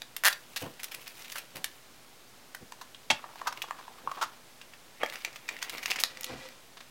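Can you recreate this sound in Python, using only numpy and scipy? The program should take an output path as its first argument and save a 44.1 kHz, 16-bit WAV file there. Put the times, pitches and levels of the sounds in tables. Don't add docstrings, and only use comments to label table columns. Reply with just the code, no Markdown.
import sys
import numpy as np
from scipy import signal
from scipy.fft import rfft, irfft
from scipy.io import wavfile
from scipy.ndimage import uniform_filter1d

SR = 44100
rng = np.random.default_rng(int(sys.argv[2]) if len(sys.argv) > 2 else 0)


def put_to_file(sound):
    columns = np.atleast_2d(sound).T
    safe = np.clip(columns, -1, 1)
    whole_steps = np.round(safe * 32767)
    wavfile.write(sys.argv[1], SR, whole_steps.astype(np.int16))


def decibels_to_gain(level_db):
    exponent = np.asarray(level_db, float) / 20
    return 10 ** exponent


N = 304466

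# hz, relative_db
HISS_SHAPE = [(15, -45), (25, -5.5), (108, -1), (560, 0.5), (2000, -4), (4030, -5.5), (16000, -15)]
HISS_RMS_DB = -55.5
# hz, rms_db
HUM_TONES = [(129.2, -75), (247.6, -74)]
ROOM_T60_S, ROOM_TREBLE_T60_S, ROOM_DB = 0.23, 0.16, -12
# start_s, peak_db, pitch_hz, length_s
CONTACT_THUMPS = [(0.614, -30, 290, 0.068), (1.545, -37.5, 291.6, 0.064), (2.608, -40.5, 151.2, 0.036),
                  (4.03, -42, 268.5, 0.057), (3.107, -39.5, 111.1, 0.037), (6.295, -34.5, 340, 0.058),
                  (6.31, -41, 90, 0.077), (6.769, -37.5, 1404, 0.0082), (6.804, -35, 1544, 0.0088)]
# time_s, rms_db
RUSTLE_SPELLS = [
    [(.3, -48), (.45, -65.5), (.62, -48), (.75, -64), (.95, -56), (1.38, -53), (1.48, -64), (1.8, -62.5)],
    [(3.15, -56), (3.75, -56.5), (4.05, -60), (4.2, -50.5), (4.27, -59), (4.38, -62)],
    [(4.94, -67), (5.02, -46.5), (5.2, -49.5), (5.4, -60.5), (5.6, -48.5), (5.85, -44.5), (6.05, -48)],
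]
# ring_hz, ring_db, treble_db
RUSTLE_COLOURS = [(2720, -2, 4), (1036, -12, -10), (2313, 5.5, -4)]
# time_s, level_db
RUB_LEVELS = [(6.04, -56.5), (6.3, -47), (6.47, -52), (6.6, -64)]
# ring_hz, relative_db
RUB_HOLLOWS = [(530, 0), (1940, -1.3), (2360, -3.1)]
# start_s, ring_peak_db, ring_hz, treble_re_ring_db, flurry_ms
FILM_CRINKLES = [(0.019, -26, 4430, -9, 2.5), (0.165, -24.5, 3160, 4, 3.9), (0.237, -17, 1760, -3.5, 4.9),
                 (0.328, -20.5, 4150, -12, 6.1), (0.561, -23, 4350, -1.5, 14),
                 (0.795, -31.5, 2490, -5.5, 12.5), (0.832, -33, 2900, 10.5, 12.5),
                 (0.914, -33.5, 2460, 2.5, 14), (0.943, -30.5, 2480, 5, 8.3), (1.062, -35.5, 2520, -7, 16),
                 (1.242, -35, 3320, -6, 17), (1.319, -33.5, 6200, 4, 10), (1.355, -30, 1480, 0, 16.3),
                 (1.375, -29.5, 2720, 3, 16), (1.554, -33, 2430, 2, 19), (1.643, -15, 2895, -2.5, 4.9),
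                 (2.548, -28.5, 1820, -1.5, 3.1), (2.947, -32.5, 3300, -26, 4.6),
                 (3.574, -28, 2470, -13.5, 3.6), (3.619, -21, 2900, -8, 7.9), (4.614, -35, 3240, -10, 6.7),
                 (5.696, -24.5, 3850, -1.5, 5.2), (5.908, -17, 3950, -12, 0.87),
                 (5.913, -16, 5460, -12, 1.5), (5.998, -30.5, 5500, 10, 15), (6.037, -3.5, 5040, -11, 0.83),
                 (6.209, -45, 7000, 19, 2), (6.233, -23, 5700, -26, 2.3), (6.243, -25.5, 5170, 3, 3.1),
                 (6.266, -31, 3460, -12, 1.4)]
BAG_GONE_S = 2.0
# mean_peak_db, ring_hz (before band limits)
SEAM_RINGS = [(-12.5, 1790), (-8.5, 18700)]
PEEL_START_S, PEEL_SLIPS_PER_S = 0.2478, 199.0
TICKS_PER_S, TICK_DB, TICK_SPREAD_DB = 70, 5.5, 2.5
# start_s, ring_peak_db, treble_re_ring_db, flurry_ms
SHELL_CLICKS = [(2.722, -34.5, -1, 2.4), (2.813, -35.5, -6.5, 9.4), (3.241, -29.5, -50, 6.1),
                (3.357, -36.5, -8.5, 3.4), (3.415, -27.5, -22, 2.2), (3.459, -31.5, -45, 9.9),
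                (3.47, -20.5, -9, 12.4), (3.525, -32, -5.5, 3.6), (3.64, -31, -31, 5.7),
                (3.709, -21.5, -19, 0.33), (3.785, -38.5, -18, 16), (3.88, -35, -35, 2.1),
                (4.074, -19, -56, 3.7), (4.115, -25, -17, 3.7), (4.171, -33.5, -31, 14),
                (4.211, -18.5, -12.5, 24), (4.231, -28, -9.5, 12), (4.736, -36, -22, 5.7),
                (5.061, -26.5, -14, 2.5), (5.099, -30.5, -4.5, 2), (5.124, -30, -20, 2),
                (5.157, -27.5, -10, 1.8), (5.248, -20.5, -9, 4.7), (5.329, -41.5, -4, 1),
                (5.359, -32.5, -9.5, 8.6), (5.489, -21, -13.5, 6.1), (5.626, -20.5, -9, 3.2),
                (5.781, -30, -1.5, 4), (5.829, -29.5, -5, 9), (5.858, -16.5, -12.5, 2.5),
                (5.899, -29.5, 1, 18), (5.917, -12, -26, 3.2), (5.959, -24, -8, 8.5), (5.981, -25, -12, 21),
                (6.172, -34, -5, 1.2), (6.487, -40.5, 0.5, 2.1)]
GAPE_S, GAPE_HZ_PER_S2, OPENS_S = 3.96, 3600, 4.5
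OVERTONE_RATIO, OVERTONE_DB = 1.62, -8.5
# start_s, body_peak_db, tilt_db_per_octave (away from 800 Hz), treble_re_body_db, flurry_ms
RIM_SNAPS = [(3.101, -10, 2, -35, 11.4), (5.032, -14.5, -8, -18, 2.1)]
# hz, relative_db, t60_s
SHELL_MODES = [(248, -19, 0.15), (500, -5, 0.02), (624, -4.5, 0.03), (785, -2.5, 0.027), (875, -1.5, 0.045),
               (1210, 0.5, 0.02), (1760, 4.5, 0.019), (2190, 6, 0.017), (2665, 2, 0.027),
               (3250, 0.5, 0.045), (3800, 1.5, 0.019)]
CONVERTER_OFFSET, TOP_HZ = 0.0011, 15900


def band(x, lo_hz, hi_hz, order=2):
    return signal.sosfilt(signal.butter(order, [lo_hz, min(hi_hz, 0.45 * SR)], "band", fs=SR, output="sos"), x)


def peak(x, db):
    return x * decibels_to_gain(db) / np.abs(x).max()


def fade(t60_s, size):
    return np.exp(-np.log(1000) * np.arange(size) / SR / t60_s)


def add(out, start_s, x):
    i = int(start_s * SR)
    out[i:i + len(x)] += x[:N - i]


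def level_curve(time_s, db):
    return decibels_to_gain(np.interp(np.arange(N) / SR, time_s, db, -120, -120))


def hiss():
    hz, db = np.transpose(HISS_SHAPE)
    f = np.fft.rfftfreq(N, 1 / SR)
    shape = decibels_to_gain(np.interp(np.log(f + 1), np.log(hz), db))
    x = irfft(rfft(rng.standard_normal(N)) * shape, N)
    return decibels_to_gain(HISS_RMS_DB) * x / x.std()


def hum():
    out = np.zeros(N)
    for hz, db in HUM_TONES:
        tone = band(rng.standard_normal(N), hz / 1.04, hz * 1.04)
        out += decibels_to_gain(db) * tone / tone.std()
    return out


def room(x):
    size = SR // 2
    low, high = rng.standard_normal((2, size))
    tail = band(low, 76, 2930) * fade(ROOM_T60_S, size)
    tail += band(high, 2900, 12200) * fade(ROOM_TREBLE_T60_S, size)
    tail[:int(0.004 * SR)] = 0
    return decibels_to_gain(ROOM_DB) * signal.fftconvolve(x, tail / np.sqrt(np.sum(tail ** 2)))[:N]


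def thumps(bump_s=0.0082, bumpy_db=3):
    out, size = np.zeros(N), 8192
    for start_s, db, hz, length_s in CONTACT_THUMPS:
        t = np.arange(size) / SR / max(length_s, 0.01)
        bumps = decibels_to_gain(bumpy_db * np.repeat(rng.standard_normal(size), int(bump_s * SR))[:size])
        puff = band(bumps * rng.standard_normal(size), 0.35 * hz, 2.6 * hz)
        add(out, start_s, peak(puff * t * np.exp(-3 * t), db))
    return out


def grains(per_s, spread_db, patchy_db, patch_s=0.025):
    k = int(patch_s * SR)
    patches = uniform_filter1d(np.repeat(rng.standard_normal(N // k + 1), k), k)[:N]
    size_db = spread_db * rng.exponential(size=N) + patchy_db * patches
    size = decibels_to_gain(size_db) * rng.standard_normal(N)
    return (rng.random(N) < per_s / SR) * size


def rustle(mid_db=3.0):
    scuffs = grains(2200, spread_db=3.0, patchy_db=6.5)
    fine = grains(2000, spread_db=-0.5, patchy_db=-6.5)
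    wide = decibels_to_gain(mid_db) * (band(scuffs, 255, 1500) + band(fine, 910, 4670))
    treble = band(fine, 1600, 19845)
    out = np.zeros(N)
    for spell, (hz, ring_db, treble_db) in zip(RUSTLE_SPELLS, RUSTLE_COLOURS):
        time_s, db = np.transpose(spell)
        hollow = band(scuffs + 0.21 * fine, hz / 1.3, hz * 1.05)
        tone = decibels_to_gain(ring_db) * hollow + wide + decibels_to_gain(treble_db) * treble
        rms = np.sqrt(np.abs(uniform_filter1d(tone ** 2, size=SR // 5)) + 1e-12)
        out += level_curve(time_s, db) * tone / rms
    return out


def rub(width=1.04, wide_db=-9):
    scuffs = grains(6000, spread_db=1.5, patchy_db=2.5)
    x = decibels_to_gain(wide_db) * band(scuffs, 170, 4200)
    for hz, db in RUB_HOLLOWS:
        x += decibels_to_gain(db) * band(scuffs, hz / width, hz * width) / np.sqrt(hz / 1000)
    return level_curve(*np.transpose(RUB_LEVELS)) * x / x.std()


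def ring(hz, cycles, size=2048):
    t = np.arange(size) / SR
    detune = np.clip(rng.standard_normal(2), -1.5, 1.5)
    near = sum(np.sin(2 * np.pi * hz * (1 + 0.098 * a) * t) for a in detune)
    return (np.sin(2 * np.pi * hz * t) + 1.7 * near) * fade(cycles / hz * (1000 / hz) ** 0.1, size)


def flurry(ms, slips_per_ms, size=4096):
    ms = max(ms, 0.3)
    t = np.arange(size) / SR * 1000 / ms
    chance, height = rng.random((2, size))
    lead = min(1, 8 / ms) ** 2
    slips = (chance < slips_per_ms * 1000 / SR) * (2 * height - 1)
    slips = 0.8 * slips * np.exp(-t ** 2) * np.minimum(1, lead + 3 * t)
    slips[0] = lead
    return slips


def crackles(table, cycles, slips_per_ms, grit_t60_s, mid_db, knock_db):
    out = np.zeros(N)
    for start_s, db, hz, treble_db, ms in table:
        slips = flurry(ms, slips_per_ms)
        size = len(slips)
        body = signal.fftconvolve(slips, ring(hz, cycles))[:size]
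        spray = signal.fftconvolve(np.abs(slips), fade(grit_t60_s, 1024))[:size]
        grit = 0.31 * slips + spray * rng.standard_normal(size)
        hollow = peak(band(body, 580, 11400, order=4), db)
        mids = peak(band(grit, 1630, 6770), db + mid_db + 0.71 * treble_db)
        knock = peak(band(grit, hz / 3.3, hz * 2.8, order=3), db + knock_db)
        treble = peak(band(grit, 4720, 15600), db + treble_db)
        add(out, start_s, hollow + mids + knock + treble)
    return out


def bag():
    rows = [row for row in FILM_CRINKLES if row[0] < BAG_GONE_S]
    return crackles(rows, cycles=6.5, slips_per_ms=1.5, grit_t60_s=0.0095, mid_db=1.0, knock_db=-30)


def packet():
    rows = [row for row in FILM_CRINKLES if row[0] > BAG_GONE_S]
    return crackles(rows, cycles=16.6, slips_per_ms=1.9, grit_t60_s=0.0082, mid_db=1.0, knock_db=-15.5)


def seam(count=8):
    rows = []
    for k, (jitter, *luck) in enumerate(rng.standard_normal((count, 3))):
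        start_s = PEEL_START_S + (k + 0.03 * jitter) / PEEL_SLIPS_PER_S
        for j, (db, hz) in enumerate(SEAM_RINGS):
            rows.append((start_s, db + (1 + 2 * j) * luck[j], hz, -6.0, 1.2))
    return crackles(rows, cycles=24.0, slips_per_ms=1, grit_t60_s=0.013, mid_db=0.5, knock_db=-22)


def ticks(count=120):
    rows = []
    for spell, (ring_hz, _, treble_db) in zip(RUSTLE_SPELLS, RUSTLE_COLOURS):
        time_s, db = np.transpose(spell)
        gap, size, pitch, dull = rng.random((count, 4)).T
        start_s = time_s[0] - np.cumsum(np.log(1 - gap)) / TICKS_PER_S
        level_db = np.interp(start_s, time_s, db) + TICK_DB - TICK_SPREAD_DB * np.log(1 - size)
        hz = ring_hz * (0.85 + 0.4 * pitch)
        spell_rows = zip(start_s, level_db, hz, treble_db - 24 * dull, 2 + 6 * gap)
        rows += [row for row in spell_rows if row[0] < time_s[-1]]
    return rows


def air_space_hz(s):
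    shut_hz, open_hz = RUSTLE_COLOURS[1][0], RUSTLE_COLOURS[2][0]
    if s < OPENS_S:
        return shut_hz + GAPE_HZ_PER_S2 * max(s - GAPE_S, 0) ** 2
    return open_hz


def clicks():
    rows = [(s, db, air_space_hz(s), treble_db, ms) for s, db, treble_db, ms in SHELL_CLICKS]
    overtones = [(s, db + OVERTONE_DB, hz * OVERTONE_RATIO, treble_db, ms)
                 for s, db, hz, treble_db, ms in rows if s < GAPE_S]
    return rows + overtones


def capsule():
    return crackles(clicks() + ticks(), cycles=24.3, slips_per_ms=2.2, grit_t60_s=0.0081,
                    mid_db=5.5, knock_db=-20.0)


def snaps(slips_per_ms=3.0, crack_db=-1, crack_t60_s=0.016):
    out, size = np.zeros(N), 4096
    t = np.arange(size) / SR
    for start_s, db, tilt_db, treble_db, ms in RIM_SNAPS:
        slips = flurry(ms, slips_per_ms)
        modes = np.zeros(size)
        for k, (hz, mode_db, t60_s) in enumerate(SHELL_MODES):
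            gain = (-1) ** k * decibels_to_gain(mode_db + tilt_db * abs(np.log2(hz / 800)))
            modes += gain * np.sin(2 * np.pi * hz * t) * fade(t60_s, size)
        body = band(signal.fftconvolve(slips, modes)[:size], 82, 12000)
        spray = signal.fftconvolve(np.abs(slips), fade(crack_t60_s, 1024))[:size]
        grit = spray * rng.standard_normal(size)
        crack_top_hz = max(3000 * decibels_to_gain(2.0 * tilt_db), 1200)
        crack = peak(band(grit, 376, crack_top_hz), db + crack_db)
        treble = peak(band(grit, 3300, 14000), db + treble_db)
        add(out, start_s, peak(body, db) + crack + treble)
    return out


def scene():
    near = thumps() + rustle() + rub() + bag() + seam() + packet() + capsule() + snaps()
    return (near + room(near) + hiss() + hum())[None]


def top_cut(x):
    return signal.sosfilt(signal.butter(12, 16980, fs=SR, output="sos"), x)


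def record(dry):
    low_pass = signal.ellip(8, 0.2, 60, TOP_HZ, fs=SR, output="sos")
    mix = signal.sosfilt(low_pass, dry) + CONVERTER_OFFSET
    return top_cut(mix)


dry = scene()
out = record(dry)
put_to_file(out)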